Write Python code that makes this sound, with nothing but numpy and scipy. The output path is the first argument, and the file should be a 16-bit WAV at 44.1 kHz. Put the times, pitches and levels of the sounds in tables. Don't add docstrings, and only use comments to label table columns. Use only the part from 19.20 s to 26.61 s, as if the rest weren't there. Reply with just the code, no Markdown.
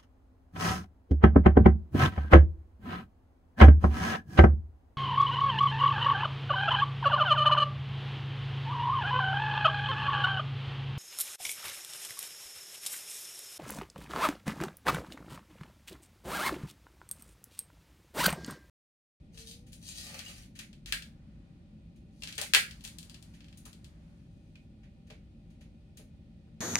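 import sys
import numpy as np
from scipy import signal
from scipy.fft import rfft, irfft
from scipy.io import wavfile
from scipy.ndimage import uniform_filter1d

SR = 44100
rng = np.random.default_rng(int(sys.argv[2]) if len(sys.argv) > 2 else 0)


def materialize(psi):
    bounded = np.clip(np.atleast_2d(psi).T, -1, 1)
    quanta = np.round(bounded * 32767).astype(np.int16)
    wavfile.write(sys.argv[1], SR, quanta)


N = 326600
TIME = np.arange(N) / SR


def from_db(db):
    return 10 ** (np.asarray(db) / 20)


def rms_one(x):
    return x / np.sqrt(np.mean(x ** 2) + 1e-30)


def in_time(rows):
    s, *columns = np.transpose(rows)
    return [np.interp(TIME, s, column) for column in columns]


def during(rows):
    since_start = TIME - rows[0][0]
    until_end = rows[-1][0] - TIME
    return np.clip(np.minimum(since_start, until_end) / 0.02, 0, 1)


def rise_and_fade(peak_s, rise_db_per_s, fade_db_per_s):
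    return np.minimum((TIME - peak_s) * rise_db_per_s, (peak_s - TIME) * fade_db_per_s)


def at_hz(points, hz):
    f, value = np.transpose(points)
    return np.interp(np.log(hz + 1e-9), np.log(f), value)


def colour(x, points, size=2048):
    gain = from_db(at_hz(points, np.fft.rfftfreq(size, 1 / SR)))
    cepstrum = irfft(np.log(gain))
    cepstrum[1:size // 2] *= 2
    cepstrum[size // 2 + 1:] = 0
    response = irfft(np.exp(rfft(cepstrum)))
    return signal.oaconvolve(x, response)[:N]


def noise(points):
    return rms_one(colour(rng.standard_normal(N), points, size=8192))


def ring(x, hz, t60):
    r = np.exp(-np.log(1000) / (t60 * SR))
    w = 2 * np.pi * hz / SR
    return signal.lfilter([0, np.sin(w)], [1, -2 * r * np.cos(w), r * r], x + 1e-18)


def add(out, s, sound):
    i = int(s * SR)
    out[i:i + len(sound)] += sound[:N - i]


def burst(t60, crack=0., rise_s=1e-5, size=6000, count=4):
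    t = np.arange(size) / SR
    chatter = np.exp(-np.log(1000) * t / max(t60, 1e-3)) * (1 - np.exp(-t / rise_s))
    envelope = chatter + crack * np.exp(-t / 0.00023)
    x = rng.standard_normal(size) * envelope
    for _ in range(count):
        x = irfft(np.exp(1j * np.angle(rfft(x))), size)
        x *= envelope / np.sqrt(np.abs(uniform_filter1d(x ** 2, size=24)) + 1e-12)
    return x / np.sqrt(np.sum(x ** 2))


def grains(per_s, spread_db):
    sizes = from_db(spread_db * np.minimum(rng.exponential(1, N), 4))
    signs = rng.choice([-1, 1], N)
    happens = rng.random(N) < per_s / SR
    return rms_one(sizes * signs * happens)


def contacts(rows, body, gain_db, crack, rise_s):
    out = np.zeros(N)
    for s, level_db, low_db, presence_db, treble_db, t60 in rows:
        brightness = [(2000, low_db), (4000, presence_db), (5000, presence_db), (9000, treble_db)]
        hit = colour(burst(t60, crack, rise_s), brightness)
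        add(out, s, from_db(level_db + gain_db) * hit)
    return colour(out, body)


def touch(s, level_db, brightness_db, t60, presence_db):
    return s, level_db, -brightness_db / 2, presence_db, brightness_db / 2, t60


# [t/s, level/dB, low-mid level/dB, presence level/dB, treble level/dB, t60/s]
SNAPS = [(1.7236, -18, -6, -10, -14, 0.017), (3.336, -3, -12, -16, -20.5, 0.025),
         (3.3479, -5, -6.5, -11, -16.5, 0.01), (3.3614, -15.5, -23, -23.5, -14.5, 0.013)]
# [f/Hz, level/dB]
SNAP_COLOUR = [(200, -34), (950, -19.5), (1280, -11), (1580, 1), (1930, 1.5), (2200, -1), (2500, 3.5),
               (3300, 3), (4800, 1), (5300, -5), (7000, -4.5), (9300, -1), (12500, -8), (16000, -7.5)]


def snaps():
    return contacts(SNAPS, SNAP_COLOUR, gain_db=27, crack=0.77, rise_s=0.00021)


# [f/Hz, level/dB, t60/s before damping]
TRAY = [(1400, -16.5, 0.45), (1620, -4, 0.24), (1940, 1, 0.18), (2590, -9, 0.15), (3400, -5.5, 0.11),
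        (3509, -19, 0.28), (4020, -3, 0.14), (4230, 3, 0.19), (4730, -6, 0.4), (5030, -12, 0.26),
        (5400, -18.5, 0.24), (5800, -2.5, 0.074), (5860, -11.5, 0.23), (6030, -17.5, 0.26),
        (6520, -6.5, 0.2), (6530, -12.5, 0.19), (7800, -12.5, 0.16), (7330, -15.5, 0.19),
        (9340, -19.5, 0.37), (9300, -19, 0.16)]


def tray(ring_db, damping):
    kicks = np.zeros(N)
    for s, level_db, *_ in SNAPS:
        add(kicks, s, from_db([level_db + ring_db]))
    out = 0
    for k, (hz, db, t60) in enumerate(TRAY):
        sign = (-1) ** k
        out = out + sign * from_db(db) * ring(kicks, hz, t60 / damping)
    return out


PATTER_START_S, PATTER_GAP_S = 4.202, 0.042
PATTER_DB, PATTER_BRIGHTNESS_DB = -59.5, -15


def patter(spread_db, count=4):
    rows = []
    for k, (late, strong) in enumerate(rng.uniform(-1, 1, (count, 2))):
        s = PATTER_START_S + PATTER_GAP_S * (k + late / 10)
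        rows.append((s, PATTER_DB + spread_db * strong, PATTER_BRIGHTNESS_DB))
    return rows


# [t/s, level/dB, brightness/dB (treble against low-mids)]
TICKS = [(0.175, -53, -13), (0.5304, -53, 6), (0.9917, -43, -1), (1.3902, -44.5, 2), (1.5297, -58, -8.5),
         (1.6596, -46, -2), (1.8227, -47.5, -5), (3.022, -47, -7), (3.035, -39.5, -4.5),
         (3.0738, -42.5, -8), (3.1259, -45.5, -5.5), (3.1539, -51.5, 4), (3.1805, -37.5, 10),
         (3.2146, -34, 10.5), (3.51, -47.5, -7), (3.6087, -57.5, -3), (3.6498, -42.5, 2), (3.676, -47.5, 6),
         (3.7851, -46, 8.5), (3.829, -52.5, 6), (3.897, -52, 2), (3.9436, -51, -5.5), (4.0257, -56, 7),
         (4.53, -56, 2), (4.6444, -55.5, 0.5), (5.3563, -62.5, -15.5), (5.9055, -56, -17)]
# [f/Hz, level/dB]
TICK_COLOUR = [(200, -27), (1000, -17.5), (1600, -6.5), (2100, -3), (2600, 3), (3200, 4), (4700, 0),
               (5600, -3.5), (9300, -1.5), (12500, -9.5), (16000, -12)]
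TICK_T60_S = 0.018


def ticks():
    claws = [touch(*tick, TICK_T60_S, presence_db=4) for tick in [*TICKS, *patter(spread_db=2)]]
    return contacts(claws, TICK_COLOUR, gain_db=25, crack=0.87, rise_s=0.00027)


# [t/s, level/dB, f/Hz]
PINGS = [(1.063, -34.5, 2890), (3.023, -32.5, 2760), (3.897, -48, 4900), (3.9434, -52, 2890),
         (5.3546, -46.5, 2493)]


def stem(gain_db, t60):
    out = np.zeros(N)
    for s, level_db, hz in PINGS:
        add(out, s, from_db(level_db + gain_db) * ring(signal.unit_impulse(SR // 4), hz, t60))
    return out


# [t/s, level/dB, f/Hz]
BUMPS = [(1.728, -50.5, 620), (3.03, -54.5, 700), (3.182, -39, 630), (3.215, -37, 758.8),
         (3.343, -36, 1099), (3.359, -35, 760), (3.65, -56, 755), (4.458, -48.5, 1190), (5.903, -45.5, 554),
         (6.409, -60, 560), (6.794, -52, 517.6), (7.27, -58, 480)]
# [f/Hz, level/dB]
BUMP_COLOUR = [(150, -23), (300, -5.5), (430, -2), (700, 2), (1000, -1), (1400, -2), (2200, -6),
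               (5000, -33.5)]
# [f/Hz, level/dB, t60/s]
TRAY_FLEX = [(444, -1, 0.14), (539, 1, .07), (611.7, -1.5, 0.069), (1108, -7, 0.054)]


def bumps(gain_db, t60, focus_db, flex_db):
    out, kicks = np.zeros(N), np.zeros(N)
    for s, level_db, hz in BUMPS:
        focus = [(hz / 2, -focus_db), (hz, 0), (2 * hz, -focus_db)]
        push = colour(burst(t60, rise_s=0.001), focus)
        add(out, s, from_db(level_db + gain_db) * push)
        kick = colour(signal.unit_impulse(SR // 10), focus)
        add(kicks, s, from_db(level_db + flex_db) * kick)
    flex = sum(from_db(db) * ring(kicks, hz, decay) for hz, db, decay in TRAY_FLEX)
    return colour(out, BUMP_COLOUR) + flex


# [t/s, level/dB, brightness/dB (treble against low-mids), t60/s]
SWIPES = [(0.464, -62, 7, 0.094), (0.5182, -55.5, 14, 0.15), (0.9947, -47.5, -8, 0.031),
          (1.3516, -53, 0.5, .09), (1.3897, -45.5, -2.5, .053), (1.6652, -46, -1, 0.21),
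          (2.758, -71, 5, .053), (3.084, -46, -1, 0.031), (3.177, -36.5, -8, 0.075), (3.22, -41, -2, .07),
          (3.6377, -45.5, 7.5, 0.043), (4.1347, -60, -2, 0.082), (4.3718, -58.5, 19, 0.031),
          (4.452, -51, 11, 0.027), (5.6312, -68, -15.5, .053), (5.8684, -67.5, -2, .053),
          (5.9, -57.5, -11, .02), (6.301, -70.5, 0, .052), (6.4076, -62, -3.5, 0.045),
          (6.7706, -53.5, 9.5, 0.025)]
# [f/Hz, level/dB]
SWIPE_COLOUR = [(200, -23.5), (1000, -13), (1500, -1.5), (2000, 3.5), (2600, 6), (4500, -0.5), (5600, -4),
                (6600, 0.5), (7900, -9.5), (9300, -1.5), (12500, -10), (16000, -14.5)]


def swipes():
    paws = [touch(*swipe, presence_db=1.5) for swipe in SWIPES]
    return contacts(paws, SWIPE_COLOUR, gain_db=28.5, crack=0, rise_s=0.004)


def uneven(depth_db, span_s):
    window = np.hanning(int(span_s * SR))
    wobble = signal.oaconvolve(rng.standard_normal(N), window, "same")
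    return from_db(depth_db * rms_one(wobble))


# [t/s, claw scratch level/dB, pad rub level/dB]
DRAG = [
    [(0.11, -78, -86), (0.2, -53, -75), (0.24, -69, -82), (0.278, -49.5, -93), (0.34, -61, -82),
     (0.42, -106, -88)],
    [(0.6, -66, -81), (0.67, -50.5, -82), (0.73, -55.5, -76), (0.78, -49, -69.5), (0.93, -56.5, -56.5),
     (1.04, -59, -70.5), (1.085, -53.5, -59.5), (1.135, -59.5, -73), (1.27, -67, -74)],
]
# [f/Hz, level/dB]
SCRATCH_COLOUR = [(1350, -28), (2300, -13.5), (2790, -5), (3340, -3.5), (4330, -0.5), (5480, -3.5),
                  (6450, -3), (7960, -10.5), (8920, -3.5), (15100, -18.5), (16000, -23.5)]
# [f/Hz, level/dB]
GRIP_COLOUR = [(900, -32), (1400, -12), (1900, -5.5), (2500, -0.5), (3000, -2.5), (4500, -19)]
# [f/Hz, level/dB]
PAD_COLOUR = [(300, -16), (480, 2), (650, 3.5), (800, 1), (950, -20), (1200, 1.5), (1600, -12), (3000, -40)]
GRIP_FOLLOWS_PAD = 0.55


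def drag(scratch_gain_db, grip_gain_db, pad_gain_db):
    scratch = rms_one(colour(grains(per_s=9800, spread_db=2), SCRATCH_COLOUR))
    grip = rms_one(colour(grains(per_s=3000, spread_db=2), GRIP_COLOUR))
    pad = rms_one(colour(grains(per_s=1500, spread_db=1.5), PAD_COLOUR))
    out = 0
    for stroke in DRAG:
        scratch_db, pad_db = in_time(stroke)
        grip_db = scratch_db + GRIP_FOLLOWS_PAD * (pad_db - scratch_db)
        claws = from_db(scratch_db + scratch_gain_db) * scratch
        gripping = from_db(grip_db + grip_gain_db) * grip
        rubbing = from_db(pad_db + pad_gain_db) * pad
        out = out + during(stroke) * (claws + gripping + rubbing)
    return out * uneven(depth_db=5, span_s=0.0065)


FLOP_S, SETTLED_S = 3.03, 5.45
FUR_DB, FUR_REST_DB = -64, -90
FUR_RISE_DB_PER_S, FUR_FADE_DB_PER_S = 203, 16.5


def fur():
    level = from_db(FUR_DB + rise_and_fade(FLOP_S, FUR_RISE_DB_PER_S, FUR_FADE_DB_PER_S))
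    level = level + from_db(FUR_REST_DB) * during([[FLOP_S], [SETTLED_S]])
    return level * rms_one(colour(grains(per_s=2500, spread_db=4.5), SCRATCH_COLOUR))


SQUEAL_START_S, SQUEAL_PEAK_S, SQUEAL_CLIMB_S, SQUEAL_END_S = 0.12, 0.21, 0.275, 0.56
SQUEAL_HZ, SQUEAL_DROP_HZ, SQUEAL_DROP_S, SQUEAL_CLIMB_HZ_PER_S = 451, 65, 0.0205, 245
SQUEAL_DB, SQUEAL_RISE_DB_PER_S, SQUEAL_FADE_DB_PER_S = -62, 172, 48


def squeal():
    drop = SQUEAL_DROP_HZ * np.exp(-np.maximum(TIME - SQUEAL_START_S, 0) / SQUEAL_DROP_S)
    climb = SQUEAL_CLIMB_HZ_PER_S * np.maximum(TIME - SQUEAL_CLIMB_S, 0)
    hz = SQUEAL_HZ + drop + climb
    tone = np.sqrt(2) * np.sin(2 * np.pi * np.cumsum(hz) / SR)
    level = from_db(SQUEAL_DB + rise_and_fade(SQUEAL_PEAK_S, SQUEAL_RISE_DB_PER_S, SQUEAL_FADE_DB_PER_S))
    return level * during([[SQUEAL_START_S], [SQUEAL_END_S]]) * tone


def floor_thud(start_s, length_s, hz, level_db):
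    out, t = np.zeros(N), np.arange(int(length_s * SR)) / SR
    swell = np.hanning(len(t)) * np.sin(2 * np.pi * hz * t)
    add(out, start_s, from_db(level_db) * swell)
    return out


# [middle t/s, time from the middle until 8.7 dB down t/s, level/dB]
SHIFTS = [(2.1, 0.43, -76.5), (3.747, 0.53, -70.5), (4.75, 0.35, -74.5)]
# [f/Hz, level/dB]
SHIFT_COLOUR = [(400, -9.5), (700, -2), (1900, -2), (3000, -11), (7000, -19), (14000, -34)]


def shifting():
    level = sum(from_db(db) * np.exp(-((TIME - s) / half_s) ** 2) for s, half_s, db in SHIFTS)
    return level * np.array([noise(SHIFT_COLOUR), noise(SHIFT_COLOUR)])


# [f/Hz, t60/s]
ROOM_T60 = [(300, 0.49), (800, 0.1), (1600, 0.31), (3000, 0.22), (6000, 0.26), (10000, 0.22), (16000, 0.3)]
# [f/Hz, level/dB]
ROOM_LEVEL = [(300, 6.5), (800, 3.5), (1600, 4), (3000, 2.5), (6000, 2), (10000, 4), (16000, -4)]


def room_tail(build_s, size=22050):
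    t, hz = np.arange(size) / SR, np.fft.rfftfreq(size, 1 / SR)
    white, out = rfft(rng.standard_normal(size)), 0
    edges = np.geomspace(150, 19200, 15)
    for low, high in zip(edges, edges[1:]):
        centre = np.sqrt(low * high)
        band = irfft(white * ((hz >= low) & (hz < high)), size)
        band *= np.exp(-np.log(1000) * t / at_hz(ROOM_T60, centre)) * (1 - np.exp(-t / build_s))
        to_unit = np.sqrt(2 * (high - low) / SR / np.sum(band ** 2))
        out = out + from_db(at_hz(ROOM_LEVEL, centre)) * band * to_unit
    return out


# [f/Hz, level/dB]
WIDTH = [(30, -20.5), (100, -16), (200, -16.5), (350, -11), (550, -5.5), (800, -4.5), (1100, -0.5)]
# [f/Hz, level/dB]
LEFT_LEAD = [(300, 0.5), (800, -3.5), (1300, -3.5), (2300, -5), (4400, 4.5), (8000, 3.5), (15000, 0.5)]
RIGHT_DELAY_S = 0.00014


def room(x, direct_db, direct_pan_db):
    mid, side = (signal.oaconvolve(x, room_tail(build_s=0.00067))[:N] / np.sqrt(2) for _ in range(2))
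    side = colour(side, WIDTH)
    late = np.roll(x, round(RIGHT_DELAY_S * SR))
    left = from_db(direct_db + direct_pan_db / 2) * x + mid + side
    right = from_db(direct_db - direct_pan_db / 2) * late + mid - side
    left_tone = [(hz, db / 2) for hz, db in LEFT_LEAD]
    right_tone = [(hz, -db / 2) for hz, db in LEFT_LEAD]
    return np.array([colour(left, left_tone), colour(right, right_tone)])


# [f/Hz, level/dB]
RUMBLE = [(16, -43), (28, -18.5), (41, -2.5), (59, 0.5), (130, -5.5), (161, -4.5), (194, -13), (223, -9.5),
          (285, -13), (348, -18.5), (438, -31.5), (568, -26.5), (694, -35), (797, -40.5), (1100, -55.5),
          (1430, -78.5), (2420, -120)]
# [f/Hz, level/dB, t60/s]
DRONES = [(168.6, -60.5, .2), (215.3, -61.5, 0.13), (570, -79.5, 0.049), (783, -85, 0.21), (1456, -94, .1),
          (2480, -89.5, 0.07), (8850, -96, 0.012)]


def rumble(level_db):
    resonances = sum(from_db(db) * rms_one(ring(rng.standard_normal(N), hz, t60)) for hz, db, t60 in DRONES)
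    return from_db(level_db) * noise(RUMBLE) + resonances


# [f/Hz, level/dB]
HISS = [(530, -35.5), (900, -2.5), (1090, -10), (1220, -5), (1470, -9), (1590, -12), (1810, -2.5),
        (2070, -5.5), (2390, -3.5), (3260, -4.5), (4410, -7), (5550, -13), (8150, -18), (8870, -20.5),
        (16000, -31)]


def air(rumble_db, hiss_db, pan_db):
    shared = rumble(rumble_db)
    difference = colour(rumble(rumble_db), WIDTH, size=8192) * np.array([[1], [-1]])
    hiss = from_db(hiss_db) * np.array([noise(HISS), noise(HISS)])
    return (shared + difference) * from_db([[pan_db / 2], [-pan_db / 2]]) + hiss


def scene():
    blows = snaps() + tray(ring_db=-29, damping=1.8) + ticks() + stem(gain_db=-6, t60=0.039)
    blows = blows + bumps(gain_db=31.5, t60=0.088, focus_db=12, flex_db=-11)
    rubbing = swipes() + drag(scratch_gain_db=-2, grip_gain_db=-1, pad_gain_db=-6) + fur()
    heard = room(blows, direct_db=-2, direct_pan_db=11.5) + room(rubbing, direct_db=-3, direct_pan_db=4.5)
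    thud = floor_thud(start_s=1.58, length_s=0.25, hz=44.4, level_db=-44.5)
    return heard + thud + shifting() + squeal() + air(rumble_db=-54.23, hiss_db=-76.64, pan_db=0.65)


CUTOFF_HZ = 16000


def record(dry):
    rounded = np.tanh(dry)
    return signal.sosfilt(signal.ellip(12, 0.1, 100, CUTOFF_HZ, fs=SR, output="sos"), rounded)


dry = scene()
out = record(dry)
materialize(out)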